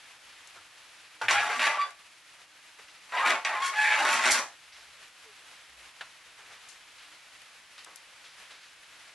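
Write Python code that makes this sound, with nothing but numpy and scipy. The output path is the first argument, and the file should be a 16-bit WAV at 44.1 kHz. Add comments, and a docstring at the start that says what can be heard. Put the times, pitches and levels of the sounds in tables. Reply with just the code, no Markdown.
"""Close stereo take in a small, quiet, hard-walled room: hiss, faint hum, cloth, a tick and a soft step.
From 1.2 s a tubular metal chair is dragged over tiles, and after a pause with soft steps again from 3.1 s:
random micro-impacts grind, noise blows knock at tile joints, harmonic stacks squeal, single tones sing.
After 4.5 s thuds and a rustle, a low falling chirp and a dull tap follow; steps, ticks and swishes,
made of filtered noise bursts, run on to the end over the shuffling hiss."""
import sys
import numpy as np
from scipy import signal
from scipy.fft import rfft, irfft, next_fast_len
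from scipy.io import wavfile
from scipy.ndimage import map_coordinates

SR = 44100
rng = np.random.default_rng(int(sys.argv[2]) if len(sys.argv) > 2 else 0)


def wrap_up_sound(samples):
    """Save the sound to the file named by the first command line argument, as 16-bit audio."""
    columns = np.atleast_2d(samples).T
    # keep every value between -1 and 1, then stretch to whole-number steps
    tamed = np.clip(columns, -1, 1)
    steps = np.round(tamed * 32767).astype(np.int16)
    wavfile.write(sys.argv[1], SR, steps)


def makeup_ratio(level_db):
    """Linear amplitude ratio for a level in decibels (20 dB per factor of ten)."""
    decades = np.asarray(level_db, float) / 20
    return 10 ** decades


N = 403074

# resonances of the chair's tubes: pitch_hz, width_hz, level_db (over the plain force)
FRAME_MODES = [(252, 12, 4), (318, 20, 3), (380, 20, 2), (620, 35, -1), (695, 35, -2), (835, 35, -1),
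               (890, 30, 1), (965, 30, 1), (1085, 30, 2), (1140, 30, 1), (1240, 35, -3), (1375, 35, -4),
               (1468, 25, 2), (1530, 35, 0), (1620, 35, 2), (1720, 35, 1), (1790, 35, 1), (1890, 35, 2),
               (1960, 35, 0), (2020, 35, 1), (2070, 35, 1), (2190, 35, 2), (2300, 35, 2), (2380, 35, 2),
               (2480, 40, 1), (2570, 40, 2), (2700, 40, 1), (2840, 45, -1), (3190, 45, -1), (3620, 50, 1),
               (3790, 50, 0), (4600, 80, 0), (5500, 90, 0), (5810, 150, 2), (6760, 60, 1), (7500, 60, 2),
               (8200, 100, 1)]


def rms_one(x):
    """Scale to rms 1."""
    return x / np.sqrt(np.mean(x ** 2) + 1e-20)


def in_time(rows, fade_s):
    """Columns as curves per sample, after a gate that fades in and out at the table's ends."""
    s, *columns = np.transpose(rows)
    t = np.arange(N) / SR
    gate = np.clip(np.minimum(t - s[0], s[-1] - t) / fade_s, 0, 1)
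    return [gate] + [np.interp(t, s, c) for c in columns]


def colour(x, points):
    """Shape a steady signal by a spectrum of (Hz, dB) points, joined over log frequency."""
    size = next_fast_len(x.shape[-1])
    hz = np.maximum(np.arange(size // 2 + 1) * SR / size, 1)
    point_hz, point_db = np.transpose(points)
    gain = makeup_ratio(np.interp(np.log(hz), np.log(point_hz), point_db))
    return irfft(rfft(x, size) * gain, size)[..., :x.shape[-1]]


def band(x, low_hz, high_hz):
    """Butterworth band-pass."""
    edges_hz = [low_hz, min(high_hz, .45 * SR)]
    return signal.sosfilt(signal.butter(3, edges_hz, "band", fs=SR, output="sos"), x)


def flutter_noise(low_hz, high_hz):
    """Band of noise with rms 1, for fast uneven modulation."""
    return rms_one(band(rng.standard_normal(N), low_hz, high_hz))


def drift(rate_hz):
    """Slow random wander of rms 1, drawn at 60 points a second."""
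    steps = rng.standard_normal(int(N / SR * 60) + 2)
    r = np.exp(-2 * np.pi * rate_hz / 60)
    wander = rms_one(signal.lfilter([1], [1, -r], steps))
    return np.interp(np.arange(N) * 60 / SR, np.arange(len(steps)), wander)


def resonate(x, hz, width_hz):
    """Two-pole resonance with gain 1 on top."""
    r = np.exp(-np.pi * width_hz / SR)
    zeros = np.array([1, 0, -1]) * (1 - r * r) / 2
    return signal.lfilter(zeros, [1, -2 * r * np.cos(2 * np.pi * hz / SR), r * r], x)


def bursts(events, shape):
    """Place a dying noise burst, filtered by shape and scaled to its peak, at each event."""
    out, t = np.zeros(N + SR), np.arange(SR // 2) / SR
    noises = rng.standard_normal((len(events), SR // 2))
    for (s, peak_db, hz, t60_s), noise in zip(events, noises):
        burst = shape(noise * makeup_ratio(-60 * t / max(t60_s, .002)), hz)
        at = round(s * SR)
        out[at:at + len(t)] += burst / np.abs(burst).max() * makeup_ratio(peak_db)
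    return out[:N]


def roll_in(rise_s):
    """Linear rise that softens the start of a burst."""
    return np.minimum(np.arange(SR // 2) / (rise_s * SR), 1)


def left_right(pan_db):
    """Gains of left and right that differ by pan_db."""
    return makeup_ratio(np.array([[pan_db], [-pan_db]]) / 2)


def swell_db(s, held_s):
    """Time since the start, and an envelope in dB that swells, holds and dies."""
    catch_db_per_s, let_go_db_per_s = 702, 461
    t = np.arange(N) / SR - s
    return t, np.minimum(0, np.minimum(catch_db_per_s * t, let_go_db_per_s * (held_s - t)))


def hum():
    """Faint hum: narrow bands of noise, each 12 Hz wide."""
    # low hum bands: pitch_hz, level_db
    hum_bands = [(65, -94), (155, -91), (305, -83)]
    return sum(makeup_ratio(db) * rms_one(resonate(rng.standard_normal(N), hz, 12.0)) for hz, db in hum_bands)


def hiss():
    """Air and microphone hiss as wide noise; shuffling lifts the middle more than the treble."""
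    # the hiss swells as feet and clothes shuffle: start_s, level_db (500-4000 Hz)
    shuffle = [(0.0, -55), (0.424, -55.5), (1.19, -55.5), (2.128, -57.5), (2.744, -56), (3.07, -55),
               (5.016, -55.5), (5.98, -55.5), (6.56, -54), (7.25, -55.5), (8.48, -54.5), (8.8, -56.5),
               (9.14, -53.5)]
    # spectrum of the hiss: frequency_hz, relative density_db (per Hz)
    hiss_spectrum = [(15, -45), (25, -16), (65, -14.5), (96, -13.5), (276, -16.5), (429, -13), (488, -9.5),
                     (906, -5), (1370, -2), (1770, -0.5), (2610, -0.5), (9510, -14.5), (12000, -13),
                     (15600, -12), (22000, -120)]
    # stereo width of the hiss: frequency_hz, side_db (against the middle)
    hiss_side = [(60, -16), (110, -14), (200, -10), (350, -10), (630, -11), (1150, -10), (2070, -12),
                 (3730, -8), (6720, -5), (12100, -5)]
    _, level_db = in_time(shuffle, 1)
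    mid, side = colour(rng.standard_normal((2, N)), hiss_spectrum)
    both = (mid + colour(side, hiss_side) * [[1], [-1]]) / np.std(band(mid, 500, 4000))
    upper = signal.sosfilt(signal.butter(1, 3500, "high", fs=SR, output="sos"), both)
    # the treble follows only part of the swell
    steadied = makeup_ratio(-.6 * (level_db - np.mean(level_db))) - 1
    return makeup_ratio(level_db + 1.26 * drift(4.8)) * (both + steadied * upper)


def thuds():
    """The floor slab booms under weight: noise through two equal resonances gives one low note."""
    # booms: start_s, peak_db, pitch_hz, t60_s (of the noise fed in)
    booms = [(0.542, -70, 99, 0.7), (1.219, -55, 109, 0.29), (1.289, -54, 101, 0.53),
             (4.072, -62, 93, 0.43), (4.729, -70, 69, 0.4), (4.849, -94, 67.3, 0.44),
             (5.679, -67, 61, 0.57), (6.018, -81, 135, 0.57)]
    return bursts(booms, lambda noise, hz: resonate(resonate(noise, hz, 0.14 * hz), hz, 0.14 * hz))


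def rustles():
    """Cloth rustles briefly: soft swishes of noise two octaves wide."""
    # swishes: start_s, peak_db, pitch_hz, t60_s (of the noise fed in)
    swishes = [(0.2892, -46, 2380, 0.67), (1.04, -46, 2400, 0.37), (2.88, -43, 2580, 0.25),
               (4.7195, -43, 2800, 0.83), (6.5194, -46, 2500, 0.57), (6.9793, -44.5, 2320, 1),
               (7.7787, -39.5, 2480, 0.18), (8.2394, -42.5, 2760, 0.67), (8.5035, -43.5, 2450, 0.95),
               (8.6292, -46, 2570, 0.17)]
    rise = roll_in(0.0036)
    return bursts(swishes, lambda noise, hz: band(noise * rise, .5 * hz, 2 * hz))


def footsteps():
    """Soft footfalls: dull puffs of noise that roll on over 10 ms."""
    # footfalls: start_s, peak_db, pitch_hz, t60_s (of the noise fed in)
    footfalls = [(0.553, -41, 1180, 0.27), (2.381, -47, 1280, 0.44), (2.784, -39.5, 1520, 0.15),
                 (6.378, -47.5, 1280, 1), (6.497, -43, 1400, 0.35), (7.856, -42, 1150, 0.47),
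                 (8.239, -46, 1410, 0.069), (8.499, -45, 1550, 0.53)]
    rise = roll_in(0.01)

    def puff(noise, hz):
        return rise * (resonate(noise, hz, 0.7 * hz) + 0.21 * band(noise, 370, 1640))
    return bursts(footfalls, puff)


def ticks():
    """Small dry ticks close by: brief snaps of resonant noise, each with its own left-right balance."""
    # snaps: start_s, peak_db (before panning), pitch_hz, t60_s (of the noise fed in), left_right_db
    snaps = [(0.473, -38, 6200, 0.029, 5), (1.9064, -38, 2290, 0.022, 0.5), (6.687, -35.5, 7150, 0.021, 6),
             (6.69, -42, 6000, 0.26, 11), (7.418, -50, 2660, 0.015, 29), (7.78, -40, 2520, 0.011, -1),
             (7.791, -43, 3500, .02, 19), (7.8452, -36, 8140, 0.0077, 4), (7.848, -37, 5500, 0.011, 8),
             (7.9587, -35.5, 9700, 0.021, 13), (7.969, -44, 3800, 0.079, 3)]

    def snap(noise, hz):
        return resonate(noise, hz, .5 * hz) + 0.24 * band(noise, 1100, 17000)
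    return sum(bursts([row[:4]], snap) * left_right(row[4]) for row in snaps)


def chirp():
    """A short low tone whose pitch falls steadily."""
    # one falling tone: start_s, held_s, pitch_hz, glide_hz_per_s, level_db
    s, held_s, hz, glide, level_db = (5.265, .035, 450, -800, -61)
    t, envelope_db = swell_db(s, held_s)
    return np.sqrt(2) * makeup_ratio(level_db + envelope_db) * np.sin(2 * np.pi * (hz + glide * t / 2) * t)


def bump():
    """A jolt reaches the microphone: one smooth swing down and up."""
    # one jolt: centre_s, width_s, peak_db (before panning), left_right_db
    s, width_s, level_db, pan_db = (4.322, .0035, -51, 4)
    u = (np.arange(N) / SR - s) / width_s
    return u * np.exp(.5 - u * u / 2) * makeup_ratio(level_db) * left_right(pan_db)


def tap():
    """Something hard is set down: a dull tap of resonant noise with a short tail."""
    # layers of the tap: start_s, peak_db, pitch_hz, t60_s (of the noise fed in)
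    tap_layers = [(6.0095, -29, 1380, .09), (6.0095, -33, 2550, .06), (6.012, -37, 1500, .35)]
    return bursts(tap_layers, lambda noise, hz: resonate(noise, hz, .3 * hz) + .3 * band(noise, 600, 4200))


def room(direct, sent):
    """Direct sound, then a dense dying tail that loses treble first; its side part has its own spectrum."""
    # side part of the tail: frequency_hz, side_db (gain from the direct sound)
    room_side = [(60, -6), (110, -13), (200, -26), (350, -27), (630, -29), (1150, -22), (2070, -18),
                 (3730, -13), (6720, 0), (9000, 0), (12100, -4)]
    t60_s = .28   # the treble dies in half that time
    t = np.arange(SR // 2) / SR
    noise = rng.standard_normal((2, len(t)))
    dull = signal.lfilter([.35], [1, -.65], noise)
    mid, side = dull * makeup_ratio(-60 * t / t60_s) + .5 * (noise - dull) * makeup_ratio(-60 * t / (.5 * t60_s))
    mid = mid * (t > .003)   # the middle's first reflections come after 3 ms
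    mid = mid / np.linalg.norm(mid)
    side = side / np.linalg.norm(side)
    wide = colour(signal.fftconvolve(direct, side)[:N], room_side)
    return direct + signal.fftconvolve(sent, mid)[:N] + wide * [[1], [-1]]


def single_tones():
    """Tubes ringing, and some high partials of the squeals: each one tone that swells, flutters and fades."""
    # single tones: start_s, held_s, pitch_hz, level_db (before flutter)
    tones = [(1.31, 0.02, 1095, -35), (1.32, 0.12, 1367, -37.5), (1.375, .06, 1675, -34),
             (1.375, .02, 2360, -38), (1.43, 0.083, 846, -40.5), (1.575, .04, 249, -55),
             (1.612, 0.056, 1140, -35.5), (1.615, 0.11, 1986, -43), (1.625, .11, 900, -39),
             (1.635, 0.025, 2170, -37), (1.7, 0.084, 1162, -38), (1.805, .025, 4670, -49),
             (1.822, 0.018, 3465, -45), (1.89, .12, 1150, -64.5), (3.13, .04, 1907, -43),
             (3.18, 0.018, 2010, -37), (3.21, .02, 1883, -41), (3.245, .02, 1090, -37),
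             (3.265, 0.084, 250, -55), (3.265, .07, 328.5, -50.5), (3.29, .05, 400, -49.5),
             (3.635, .02, 1440, -40.5), (3.275, .04, 1246, -38), (3.275, 0.055, 2296, -35),
             (3.3, 0.03, 1470, -35.5), (3.335, .045, 1090, -41), (3.36, .02, 881, -40),
             (3.39, 0.017, 1113, -56), (3.452, .04, 1908, -41.5), (3.452, .02, 1118, -39),
             (3.515, 0.082, 846, -41.5), (3.545, .02, 2010, -38.5), (3.79, .05, 2310, -41),
             (3.82, 0.11, 1632, -46), (3.85, .025, 1617, -36), (3.853, 0.017, 1810, -35),
             (3.885, 0.081, 2060, -38), (4.0, 0.025, 806, -35), (4.01, .03, 317, -50),
             (4.035, 0.041, 1810, -37), (4.09, .11, 905, -38), (4.09, .03, 2560, -37),
             (4.12, .09, 249.7, -54), (4.13, .07, 1280, -39), (4.25, 0.057, 250, -49.5),
             (4.26, 0.025, 371, -46), (4.375, 0.023, 249, -52)]
    catch_db_per_s, fade_db_per_s, flutter_db = 1100, 350, 3
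    t, out = np.arange(N) / SR, np.zeros(N)
    flutter = [flutter_noise(10, 60) for _ in range(3)]
    for k, (s, held_s, hz, db) in enumerate(tones):
        on = slice(int((s - .1) * SR), int((s + held_s + .2) * SR))
        catch_db = catch_db_per_s * (t[on] - s)
        fade_db = fade_db_per_s * (s + held_s - t[on])
        envelope_db = np.minimum(0, np.minimum(catch_db, fade_db))
        wobble = .2 * flutter[(k + 1) % 3][on]   # radians
        level = makeup_ratio(db + envelope_db + flutter_db * flutter[k % 3][on])
        out[on] += np.sqrt(2) * level * np.sin(2 * np.pi * hz * t[on] + wobble)
    return out


def squeals():
    """A foot sticks and slips near-periodically: a short harmonic stack whose uneven timing blurs its top."""
    # slips in step with a leg: start_s, held_s, slip_rate_hz, partial_1_db, partial_2_db (before chatter)
    slips = [(1.35, 0.038, 818, -31, -36), (1.53, 0.048, 1156, -38, -55), (1.794, .004, 1142, -28, -44),
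             (1.815, .018, 1152, -27, -43), (3.146, 0.0084, 1001, -33.5, -54), (3.18, 0.012, 967, -32, -37),
             (3.197, 0.0051, 1063, -30, -44), (3.205, 0.0072, 927, -44, -33),
             (3.218, 0.012, 1114, -36, -56), (3.238, 0.01, 1238, -28, -57), (3.57, 0.033, 1052, -35.5, -61),
             (3.625, 0.03, 1093, -29.5, -40.5), (3.665, 0.044, 1091, -33, -43.5),
             (3.768, .015, 853, -37, -31), (3.79, .045, 853, -35, -26.5), (3.845, .045, 853, -36, -35),
             (3.905, .045, 853, -37, -30), (3.855, 0.032, 2290, -31.5, -54), (3.92, 0.034, 2266, -37, -58),
             (3.96, 0.016, 865, -35, -50), (4.1, 0.038, 1113, -34, -44), (4.03, 0.014, 863, -30, -52),
             (4.052, 0.062, 1471, -32, -47), (4.181, 0.045, 1080, -35, -47)]
    # partials 3, 4 and 5: level_db (against the weaker of the first two)
    upper_partials_db = [-2, -11, -20]
    waver, chatter_db = .0014, 1.4   # pitch waver as a share; rms of the level chatter
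    out = np.zeros(N)
    uneven = .16 * flutter_noise(15, 150)   # radians of the slip cycle
    shaky = makeup_ratio(0.9 * drift(29)) * makeup_ratio(chatter_db * flutter_noise(20, 120))
    lead_s = np.cumsum(waver * flutter_noise(6, 40)) / SR
    for s, held_s, hz, first_db, second_db in slips:
        t, envelope_db = swell_db(s, held_s)
        on = envelope_db > -60
        phase = 2 * np.pi * hz * (s + t[on] + lead_s[on]) + uneven[on]
        weaker_db = min(first_db, second_db)
        levels_db = [first_db, second_db] + [weaker_db + db for db in upper_partials_db]
        for k, db in enumerate(levels_db):
            # higher partials come late and go early
            level = makeup_ratio(db + (1 + 0.73 * k) * envelope_db[on])
            out[on] += np.sqrt(2) * level * np.sin((k + 1) * phase)
    return out * shaky


def knocks():
    """A foot strikes a tile joint: a sharp crack, then the frame rings and dies."""
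    # blows: start_s, peak_db, hardness_hz (top of the band), t60_s (of the noise fed in)
    blows = [(1.215, -56, 3460, 0.13), (1.2836, -11, 2950, 0.032), (1.3095, -11.5, 6000, 0.074),
             (1.329, -13.5, 4000, 0.045), (1.594, -16.5, 3900, 0.6), (3.122, -34.5, 3400, 0.1),
             (3.172, -22, 2980, 0.047), (3.182, -20, 2960, 0.071), (3.625, -29, 6000, 0.074),
             (3.991, -23, 4000, 0.095), (3.449, -17, 6500, 0.06), (4.256, -14, 8000, 0.12)]

    def blow(noise, hardness_hz):
        force = noise + 8.7 * (np.arange(len(noise)) == 0)
        # struck tubes ring with half as wide again resonances
        rung = sum(resonate(force, hz, 1.5 * width) * makeup_ratio(db) for hz, width, db in FRAME_MODES)
        return band(rms_one(rung) + .5 * rms_one(force), 520, hardness_hz)
    return bursts(blows, blow)


def frame(force, wander_db):
    """Tubes ring over the plain grind; each mode's pitch and level wander so that no steady band stands out."""
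    # plain grind: frequency_hz, relative density_db (per Hz)
    grind_spectrum = [(60, -45), (100, -28), (150, -25), (209, -25), (247, -20), (320, -14), (507, -10),
                      (680, -4), (849, -2), (984, -4), (1100, -3), (1620, -2), (2380, -3), (3700, -11),
                      (4980, -14), (5880, -15), (7600, -17), (8990, -22), (11000, -20), (12300, -27),
                      (16000, -69), (22000, -120)]
    mode_shift = .012   # rms share of each mode's random pitch wander
    plain, samples = colour(force, grind_spectrum), np.arange(N)
    out = plain.copy()
    for hz, width_hz, db in FRAME_MODES:
        rung = resonate(plain * makeup_ratio(db + wander_db * drift(14)), hz, width_hz)
        bend = mode_shift * drift(6)
        # read the ringing at a wandering rate
        read_at = samples + np.cumsum(bend - bend.mean())
        out += map_coordinates(rung, [read_at], order=3, mode="reflect")
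    return out


def grinding():
    """Thousands of uneven micro-impacts a second shake the frame; weight and speed set its colour."""
    # pushes of the drags, one list each: start_s, grinding_db, speed_db, weight_db (last two against the usual)
    pushes = [
        [(1.214, -38, 1.5, 11), (1.26, -40, 1, 3.5), (1.281, -51, 0, 3)],
        [(1.283, -21.5, -2, -7), (1.305, -25.5, 3, -1.5), (1.328, -23.5, 3, -1.5), (1.391, -28, -4, 0.5),
         (1.451, -34.5, 3.5, 2), (1.519, -31.5, -2, 6), (1.59, -36.5, 7.5, -4)],
        [(1.594, -27, 2.5, -10), (1.66, -25, 1.5, -3), (1.778, -41.5, -1.5, 6.5), (1.812, -40.5, 3, -14),
         (1.856, -45, -1, 7), (1.898, -56, 10, 13.5), (1.93, -81, 9, -4)],
        [(3.09, -57, 0, 3), (3.119, -54, 8, -3), (3.123, -40, -4, 7), (3.201, -35, -0.5, 3.5),
         (3.249, -34.5, -2, 9), (3.259, -24, 1, 1.5), (3.309, -23.5, 0, 1), (3.373, -38.5, -0.5, 6),
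         (3.445, -57, 5, -6)],
        [(3.449, -24.5, -4, -9), (3.499, -37.5, -1, 5.5), (3.553, -35, -3.5, 3), (3.6, -42, 0, 2.5),
         (3.663, -32, 12.5, -8.5), (3.707, -41, 9, -1), (3.735, -37.5, -1, 5.5)],
        [(3.736, -37.5, -1, 1.5), (3.795, -34, 6, -7.5), (3.927, -25.5, -1, -2), (4.011, -30, 3, 3.5),
         (4.069, -29, 3, 5.5), (4.115, -28, 9, -0.5), (4.225, -30, 4, -2.5), (4.254, -22.5, 2, 0.5)],
        [(4.256, -24.5, 2.5, -0.5), (4.304, -23, 4.5, 0), (4.311, -24, 18, -9), (4.33, -27.5, 16, 0),
         (4.358, -24, 7.5, -2), (4.438, -44.5, 9, 9), (4.5, -64, 16, 3)],
    ]
    # body, grit, rumble: level_db (against the grinding), share of speed_db, share of weight_db
    colour_laws = [(-4.5, 0.02, 1.06), (-14, 0.97, 0.14), (-27, 0.61, 0.83)]
    sizes = makeup_ratio(2.2 * np.minimum(rng.exponential(1, N), 5)) * rng.choice([-1, 1], N)
    force = sizes * (rng.random(N) < 3000 / SR) * makeup_ratio(1.2 * drift(25))   # 3000 impacts a second
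    # the feet stick and slip some hundred times a second, by 1.5 dB rms
    force = force * makeup_ratio(1.5 * flutter_noise(40, 160))
    shaken = frame(force, wander_db=4.0)
    edges_hz = ((1500, 4200), (450, 1500), (4200, 12500), (90, 450))
    core, body, grit, low = [rms_one(band(shaken, *edges)) for edges in edges_hz]
    low = low * makeup_ratio(3 * drift(6))   # the rumble comes and goes
    out, rumble = np.zeros(N), np.zeros(N)
    for rows in pushes:
        gate, level_db, speed_db, weight_db = in_time(rows, 0.00018)
        body_gain, grit_gain, rumble_gain = [makeup_ratio(db + fast * speed_db + heavy * weight_db)
                                             for db, fast, heavy in colour_laws]
        out += gate * makeup_ratio(level_db) * (core + body_gain * body + grit_gain * grit)
        slow_gate = in_time(rows, .015)[0]   # the lows start slowly
        rumble += slow_gate * makeup_ratio(level_db) * rumble_gain * low
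    return band(out, 380, 19000) + band(rumble, 70, 600)


def scene():
    """Chair in the room, with small sounds, hiss and hum around it."""
    rough = grinding() + knocks()
    tonal = squeals() + single_tones()
    chair = room(rough + tonal, makeup_ratio(-10) * rough + makeup_ratio(-21) * tonal)   # tones feed the tail less
    small_sounds = bump() + tap() + ticks() + footsteps() + rustles() + thuds() + chirp()
    return chair + small_sounds + hiss() + hum()


def roll_off(x):
    """The treble ends steeply here."""
    return signal.sosfilt(signal.butter(12, 12720, fs=SR, output="sos"), x)


def record(dry):
    """The stereo microphone's left port is a touch more sensitive, and the top is cut steeply."""
    cut = signal.cheby2(12, 60, 12750, fs=SR, output="sos")
    heard = signal.sosfilt(cut, dry * makeup_ratio([[.15], [-.15]]))
    return roll_off(heard)


dry = scene()
out = record(dry)
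wrap_up_sound(out)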